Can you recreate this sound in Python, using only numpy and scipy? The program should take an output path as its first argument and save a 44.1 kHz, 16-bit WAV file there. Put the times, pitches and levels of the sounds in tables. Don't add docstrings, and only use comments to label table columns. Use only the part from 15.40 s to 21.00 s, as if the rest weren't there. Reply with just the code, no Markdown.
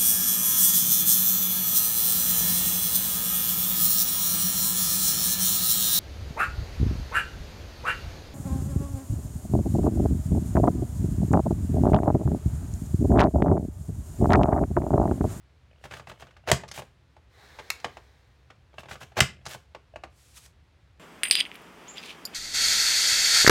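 import sys
import numpy as np
from scipy import signal
from scipy.fft import rfft, irfft, next_fast_len
from scipy.io import wavfile
from scipy.ndimage import uniform_filter1d

SR = 44100
rng = np.random.default_rng(int(sys.argv[2]) if len(sys.argv) > 2 else 0)


def generate_wav(sig):
    pcm = np.round(np.clip(np.atleast_2d(sig).T, -1, 1) * 32767).astype(np.int16)
    wavfile.write(sys.argv[1], SR, pcm)


N = 246823
T = np.arange(SR // 3) / SR

# pitch_hz, level_db
RUMBLE_SPECTRUM = [(20, -48), (40, -20), (65, 1), (90, -9), (125, -10.5), (200, -25.5), (400, -27),
                   (800, -31), (2000, -33.5), (4000, -38.5), (8000, -51), (16000, -63)]
# pitch_hz, t60_s
ROOM_DECAY = [(100, .54), (300, .32), (620, .21), (1200, .23), (2500, .26), (7000, .2), (15000, .17)]
# pitch_hz, level_db
ROOM_SPECTRUM = [(100, -20.5), (280, -8), (620, -12), (1200, -10), (2500, -12.5), (7500, -10), (10500, -12),
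                 (15000, -14)]

# pitch_hz, level_db, t60_s
DESK_MODES = [(78, -1.5, 0.095), (131.4, -1, 0.16), (171, -12.5, .1), (206, -13.5, 0.18), (245, -19, .07),
              (358, -12.5, .08), (430, -16, .06)]
LEVER_MODES = [(633, 1.5, .03), (1652, -12, .03), (2616, -9.5, .03), (2910, -14, 0.037)]
SPRING_MODES = [(1590, -13.5, .15), (1988, -5, .13), (2050, -4, 0.14), (2110, 0.5, 0.16), (2182, -9.5, .13),
                (2312, -8, .13), (2900, -15, .22), (3140, -11.5, .17), (4323, -14.5, .13), (4657, -14, .14),
                (4760, -8.5, .14), (4920, -5.5, .14), (5140, -11.5, .13), (6150, -13.5, .12),
                (7337, -17, .15), (8360, -17.5, .12)]
# pitch_hz, width_hz, level_db
TRAY_RESONANCES = [(616, 110, 0), (830, 80, -1), (1135, 120, -2.5), (1613, 65, -9.5), (2575, 120, -10),
                   (3570, 240, -15.5), (4530, 110, -20), (5650, 200, -20), (6130, 160, -23.5),
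                   (6950, 77, -25.5), (7890, 200, -28)]
HOUSING_RESONANCES = [(651, 91, -1.5), (1310, 350, -7.5), (2030, 89, 1), (2910, 100, -7), (3190, 88, -5),
                      (3840, 130, -10.5), (4460, 250, -7), (4800, 84, -10.5), (5990, 96, -11),
                      (6400, 440, -11), (7180, 100, -11.5), (7870, 170, -11), (9100, 130, -18)]
# low_hz, high_hz
BLOW_BANDS = [(200, 1000), (1000, 4000), (4000, 16000)]

# pitch_hz, level_db
SLIDE_SPECTRUM = [(100, -12), (300, -3), (470, 4.5), (600, -1.5), (800, 1.5), (1300, -4.5), (1650, 2),
                  (2100, 0.5), (2800, -11), (3900, -2.5), (4700, -9), (6000, -12), (10000, -21),
                  (16000, -24)]
DRAG_SPECTRUM = [(100, -11), (500, -9.5), (1500, -2), (3200, 1), (5000, 1), (8000, 2), (12000, -4.5),
                 (16000, -13)]
RUB_SPECTRUM = [(100, -12), (300, -6.5), (650, 0.5), (1100, -4), (1600, -0.5), (2300, -3), (3100, -1.5),
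                (4300, -7), (7000, -8.5), (10000, -14), (16000, -20.5)]
CRUNCH_SPECTRUM = [(100, -13.5), (260, -11), (400, -1.5), (580, 1), (850, -7.5), (1250, -5), (2800, -11.5),
                   (4500, -20), (6500, -20), (8500, -29), (16000, -36)]
# pitch_hz, level_db
KNOCK_SPECTRUM = [(100, -15.5), (280, -7), (520, 3), (700, 1.5), (1000, -6), (1550, 0.5), (2200, -3),
                  (2900, -6.5), (4200, -10.5), (6500, -16.5), (10000, -27), (16000, -41.5)]
BOOM_SPECTRUM = [(100, -22), (200, -7), (350, -0.5), (480, -1), (700, -3), (1500, -13), (4000, -32),
                 (10000, -60)]
TICK_SPECTRUM = [(250, -22), (700, -12), (1100, -2), (1500, 7), (2600, 1), (3200, -12), (4300, -3),
                 (5300, -11), (9000, -15), (14000, -18.5), (16000, -23)]
RATTLE_SPECTRUM = [(200, -12), (700, -4), (1200, -3.5), (1900, -1), (3000, -3), (3800, -8), (5000, -1.5),
                   (8200, -7), (9500, -17), (16000, -28)]
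CRACK_SPECTRUM = [(100, -5.5), (280, -7.5), (400, -0.5), (700, -2), (1000, -2.5), (1500, -1), (2500, 1.5),
                  (3600, -5), (4700, -3), (5600, -5), (8000, -6.5), (9500, -15.5), (12000, -17),
                  (16000, -22)]

# time_s, level_db
DRAG_CONTOUR = [(4.7, -84), (4.788, -66), (4.938, -65), (4.978, -49), (4.998, -63), (5.064, -57.5),
                (5.07, -67), (5.13, -87)]
# start_s, end_s
PALM_PRESSES = [(.29, 1.43), (3.33, 4.18)]
# start_s, end_s, level_db
LEVER_RUBS = [(.436, .468, -50.5), (.497, 0.609, -50.5), (.682, .712, -51.5), (.794, .829, -51.5),
              (1.33, 1.413, -44), (3.386, 3.416, -51.5), (3.482, 3.558, -47), (3.6, 3.646, -48),
              (4.071, 4.167, -44)]
# start_s, level_db, tilt_db_per_octave
FINGER_TAPS = [(3.382, -40, 6), (4.538, -44.5, -5), (4.5585, -37, 0.5)]
# start_s, level_db
PAPER_FLICKS = [(1.279, -53), (1.286, -46.5), (1.3136, -38.5), (2.4, -53), (4.0541, -45.5), (4.063, -39),
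                (4.069, -45.5), (4.978, -57), (5.0599, -56)]
# start_s, level_db, hardness_db
PUNCH_KNOCKS = [(.439, -45, 0), (.453, -46, -2), (.51, -43, 2), (.5201, -45, 2), (.5367, -41.5, 5),
                (.5663, -51.5, 5.5), (.5962, -43.5, 0.5), (.6709, -44.5, 0), (.696, -44.5, 1),
                (.715, -45, -1), (.8221, -44, -1), (0.8682, -55.5, 3), (.908, -61.5, 5.5), (.966, -56.5, 5),
                (1.235, -41, -3), (1.3765, -38.5, -2), (1.3914, -41, -3.5), (1.419, -43, -3),
                (1.7654, -55, -4.5), (2.187, -41.5, 1), (2.194, -43, 1), (2.4438, -27, -.5),
                (2.569, -42.5, -2), (3.102, -50.5, 2.5), (3.34, -55.5, -3.5), (3.382, -42.5, 1),
                (3.4325, -48, -1), (3.456, -49.5, -1.5), (3.485, -48.5, 2), (3.5109, -40, 3),
                (3.5542, -45, 1), (3.613, -46, 2), (3.6294, -46, 1), (3.719, -55, -2.5), (4.063, -43, -2),
                (4.147, -41, -1.5), (4.3477, -41, -2), (4.5585, -43.5, 0), (4.6355, -38, -2)]
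# start_s, body_db, clack_db, edge_db, damping_t60_s
EDGE_CATCH = (2.3025, -40.5, -23.5, -25.5, 0.04)
# start_s, body_db, clack_db, edge_db, spring_db, tearing_s, crunch_lead_s, crunch_db
DIE_SNAPS = [(1.1156, -13.5, -15, -16.5, -42, .004, .0415, -32),
             (3.8045, -22, -10, -16, -26.5, .005, .0365, -30)]

LOADED_THUD_DB, FREE_THUD_DB = -5, -18


def amp(db):
    return 10 ** (np.asarray(db) / 20)


def unit_rms(x):
    return x / np.sqrt(np.mean(x ** 2) + 1e-20)


def unit_crest(x, size=132):
    return x / np.sqrt(uniform_filter1d(x ** 2, size, mode="constant").max() + 1e-20)


def curve_at(points, hz):
    pitch_hz, value = np.transpose(points)
    return np.interp(np.log(hz + 1), np.log(pitch_hz + 1), value)


def add(mix, start_s, sound):
    part = mix[round(start_s * SR):][:len(sound)]
    part += sound[:len(part)]


def coloured(x, spectrum, tilt_db=0):
    size = next_fast_len(len(x))
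    hz = np.fft.rfftfreq(size, 1 / SR)
    gain = amp(curve_at(spectrum, hz) + tilt_db * np.log2(hz + 1))
    return unit_rms(irfft(rfft(x, size) * gain, size)[:len(x)])


def noise(spectrum, count=len(T)):
    return coloured(rng.standard_normal(count), spectrum)


def decay(t60):
    return np.exp(-np.log(1000) * T / max(t60, 1e-3))


def ring(modes):
    return sum((-1) ** k * amp(db) * decay(t60) * np.sin(2 * np.pi * hz * T)
               for k, (hz, db, t60) in enumerate(modes))


def plastic(resonances, spectrum, burst_t60, burst_db, detune=0.):
    shifts = 1 + detune * rng.uniform(-1.5, 1, len(resonances))
    modes = [(hz * shift, db, np.log(1000) / np.pi / width_hz)
             for (hz, width_hz, db), shift in zip(resonances, shifts)]
    burst = noise(spectrum) * decay(burst_t60)
    return unit_rms(ring(modes)) + amp(burst_db) * unit_rms(burst)


def voiced(blow, levels_db):
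    lead = 512
    padded = np.pad(blow, (lead, 0))
    filters = [signal.butter(3, band, "bandpass", fs=SR, output="sos") for band in BLOW_BANDS]
    bands = [signal.sosfiltfilt(sos, padded) for sos in filters]
    return sum(amp(db) * unit_crest(band) for db, band in zip(levels_db, bands))[lead:]


def grains(count, per_s, spread_db, hiss):
    slipping = rng.random(count) < per_s / SR
    sizes = amp(spread_db * np.minimum(rng.exponential(1, count), 4))
    signs = np.sign(rng.standard_normal((2, count))[0])
    return unit_rms(slipping * sizes * signs) + hiss * rng.standard_normal(count)


def room_tone():
    return amp(-58) * noise(RUMBLE_SPECTRUM, N)


def room_reflections(direct):
    count = SR // 2
    echoes = rng.choice([-1., 1.], count) * (rng.random(count) < 4000 / SR)
    echoes *= np.clip((np.arange(count) / SR - .004) / .006, 0, 1)
    hz, t, spectra = signal.stft(echoes, SR, nperseg=256)
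    t60 = curve_at(ROOM_DECAY, hz)[:, None]
    fade = np.exp(-np.log(1000) * t / t60) * np.sqrt(2 * np.log(1000) / t60)
    gain = amp(curve_at(ROOM_SPECTRUM, hz))[:, None]
    tail = signal.istft(spectra * fade * gain, SR, nperseg=256)[1] / np.sqrt(np.mean(echoes ** 2) * SR)
    return signal.fftconvolve(direct, tail)[:N]


def desk_thud(db, rise_s):
    swing = 1 - np.exp(-(T / rise_s) ** 2)
    return amp(db) * unit_crest(ring(DESK_MODES) * swing, size=530)


def paper_chafe(rise_db_per_s=300, fade_db_per_s=170):
    strokes_db = []
    for start_s, end_s, db in LEVER_RUBS:
        t = np.arange(N) / SR - (start_s + end_s) / 2
        strokes_db.append(db - np.maximum(-rise_db_per_s * t, fade_db_per_s * t))
    grit = coloured(grains(N, per_s=2500, spread_db=4, hiss=1.2), RUB_SPECTRUM)
    return amp(np.max(strokes_db, axis=0) - 10) * grit


def punch_slide(start_s=1.88, rise_s=.16, hold_s=.3, fade_db_per_s=30):
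    t = np.arange(N) / SR - start_s
    swell = np.clip(t / rise_s, 1e-6, 1)
    fading_s = np.maximum(t - rise_s - hold_s, 0)
    grit = coloured(grains(N, per_s=3500, spread_db=2, hiss=1.2), SLIDE_SPECTRUM)
    return swell * amp(-55 - fade_db_per_s * fading_s) * grit


def sheet_drag():
    contour_db = np.interp(np.arange(N) / SR, *np.transpose(DRAG_CONTOUR), left=-140, right=-140)
    grit = coloured(grains(N, per_s=5700, spread_db=2, hiss=1.4), DRAG_SPECTRUM)
    return amp(contour_db + 2.5) * grit


def lever_note(db, tilt_db, detune=.03, ring_share=1):
    shifts = 1 + detune * rng.uniform(-1.2, 1, len(LEVER_MODES))
    modes = [(hz * shift, mode_db + tilt_db * np.log2(hz), t60 * ring_share)
             for (hz, mode_db, t60), shift in zip(LEVER_MODES, shifts)]
    return amp(db) * unit_crest(ring(modes) * (1 - np.exp(-T / .0018)))


def lever_slips(per_s=40, level_db=-59, spread_db=3):
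    out = np.zeros(N)
    for start_s, end_s in PALM_PRESSES:
        steps = np.arange(start_s, end_s, 1 / per_s)
        for step_s, (late, size) in zip(steps, rng.random((len(steps), 2))):
            db = level_db + spread_db * (2 * size - 1)
            add(out, step_s + late / per_s, lever_note(db, tilt_db=2.5, detune=.16, ring_share=.45))
    return out


def lever_rubs(return_s=.5):
    out = np.zeros(N)
    for start_s, end_s, db in LEVER_RUBS:
        count = round((end_s - start_s) * SR)
        rising = any(0 < start_s - snap_s < return_s for snap_s, *_ in DIE_SNAPS)
        slips = grains(count, per_s=2000, spread_db=3, hiss=.6)
        grit = coloured(slips, RUB_SPECTRUM, tilt_db=.9 if rising else -1)
        add(out, start_s, amp(db) * grit * signal.windows.tukey(count, .5))
    return out


def finger_taps():
    out = np.zeros(N)
    for start_s, db, tilt_db in FINGER_TAPS:
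        add(out, start_s, lever_note(db, tilt_db))
    return out


def paper_flicks():
    out = np.zeros(N)
    contact = 1 - np.exp(-T / .0013)
    for start_s, db in PAPER_FLICKS:
        blow = plastic(TRAY_RESONANCES, KNOCK_SPECTRUM, burst_t60=.034, burst_db=4, detune=.058)
        click = voiced(blow * contact, (db - 9, db - 2, db))
        add(out, start_s, click + desk_thud(db - 13, rise_s=.005))
    return out


def knock(db, hardness_db, thud_db):
    contact = 1 - np.exp(-T / .0019)
    blow = plastic(TRAY_RESONANCES, KNOCK_SPECTRUM, burst_t60=.04, burst_db=-1.5, detune=.066)
    clack = voiced(blow * contact, (db - hardness_db, db + hardness_db, db - 13 + hardness_db))
    tray_flex = noise(BOOM_SPECTRUM) * decay(t60=.11) * (1 - np.exp(-(T / .009) ** 2))
    boom = amp(db - 11) * unit_crest(tray_flex, size=400)
    return clack + boom + desk_thud(db + thud_db, rise_s=.0049)


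def punch_knocks():
    out = np.zeros(N)
    for start_s, db, hardness_db in PUNCH_KNOCKS:
        loaded = any(press_s < start_s < release_s for press_s, release_s in PALM_PRESSES)
        add(out, start_s, knock(db, hardness_db, LOADED_THUD_DB if loaded else FREE_THUD_DB))
    return out


def edge_catch():
    start_s, *levels_db, damping_t60 = EDGE_CATCH
    out = np.zeros(N)
    tick = plastic(HOUSING_RESONANCES, TICK_SPECTRUM, burst_t60=.054, burst_db=17)
    add(out, start_s, voiced(tick * (decay(damping_t60) + .06), levels_db))
    return out


def paper_crunches(cracks=3, creep_s=.012, swell_db=5, stall_s=.008):
    out = np.zeros(N)
    for snap_s, *_, lead_s, db in DIE_SNAPS:
        start_s, length_s = snap_s - lead_s, lead_s - stall_s
        t = np.arange(-creep_s, length_s, 1 / SR)
        level_db = db + np.interp(t, [-creep_s, 0, .003, length_s], [-28, -14, 0, swell_db])
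        breaks = grains(len(t), per_s=2300, spread_db=3, hiss=.71)
        fibres = coloured(breaks, CRUNCH_SPECTRUM, tilt_db=.84)
        add(out, start_s + t[0], fibres * amp(level_db) * signal.windows.tukey(len(t), .12))
        for load in np.arange(cracks) / cracks:
            crack = knock(db - 2 + swell_db * load, hardness_db=-1.5, thud_db=-7)
            add(out, start_s + load * length_s, crack)
        add(out, snap_s - .016, lever_note(db + 4.5, tilt_db=-4))
    return out


def die_snaps():
    out = np.zeros(N)
    for start_s, body_db, clack_db, edge_db, spring_db, tearing_s, *_ in DIE_SNAPS:
        tearing = noise(CRACK_SPECTRUM) * np.exp(-np.maximum(T - tearing_s, 0) / .0015)
        housing = plastic(HOUSING_RESONANCES, CRACK_SPECTRUM, burst_t60=.065, burst_db=-6.5)
        crack = voiced(unit_rms(housing) + amp(1) * unit_rms(tearing), (body_db, clack_db, edge_db))
        rattle = amp(edge_db - 12.5) * noise(RATTLE_SPECTRUM) * decay(t60=.175)
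        springs = amp(spring_db) * unit_crest(ring(SPRING_MODES))
        end_stop = knock(clack_db - 23.5, hardness_db=4.5, thud_db=FREE_THUD_DB)
        add(out, start_s, crack + rattle + springs)
        add(out, start_s + .003, desk_thud(-20, rise_s=.0073))
        add(out, start_s + .02, end_stop)
    return out


def scene():
    handling = punch_knocks() + finger_taps() + lever_slips() + paper_flicks()
    punching = die_snaps() + edge_catch() + paper_crunches()
    friction = lever_rubs() + paper_chafe() + punch_slide() + sheet_drag()
    direct = handling + punching + friction
    return (room_tone() + direct + amp(1.5) * room_reflections(direct))[None]


def record(dry):
    low_cut_hz, high_cut_hz, ceiling = 42, 16250, 1.3
    lean = signal.sosfilt(signal.butter(3, low_cut_hz, "highpass", fs=SR, output="sos"), dry)
    rounded = ceiling * np.tanh(lean / ceiling)
    lowpass = signal.firwin(301, high_cut_hz, window=("kaiser", 8), fs=SR)
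    return signal.oaconvolve(rounded, lowpass[None], "same")


dry = scene()
out = record(dry)
generate_wav(out)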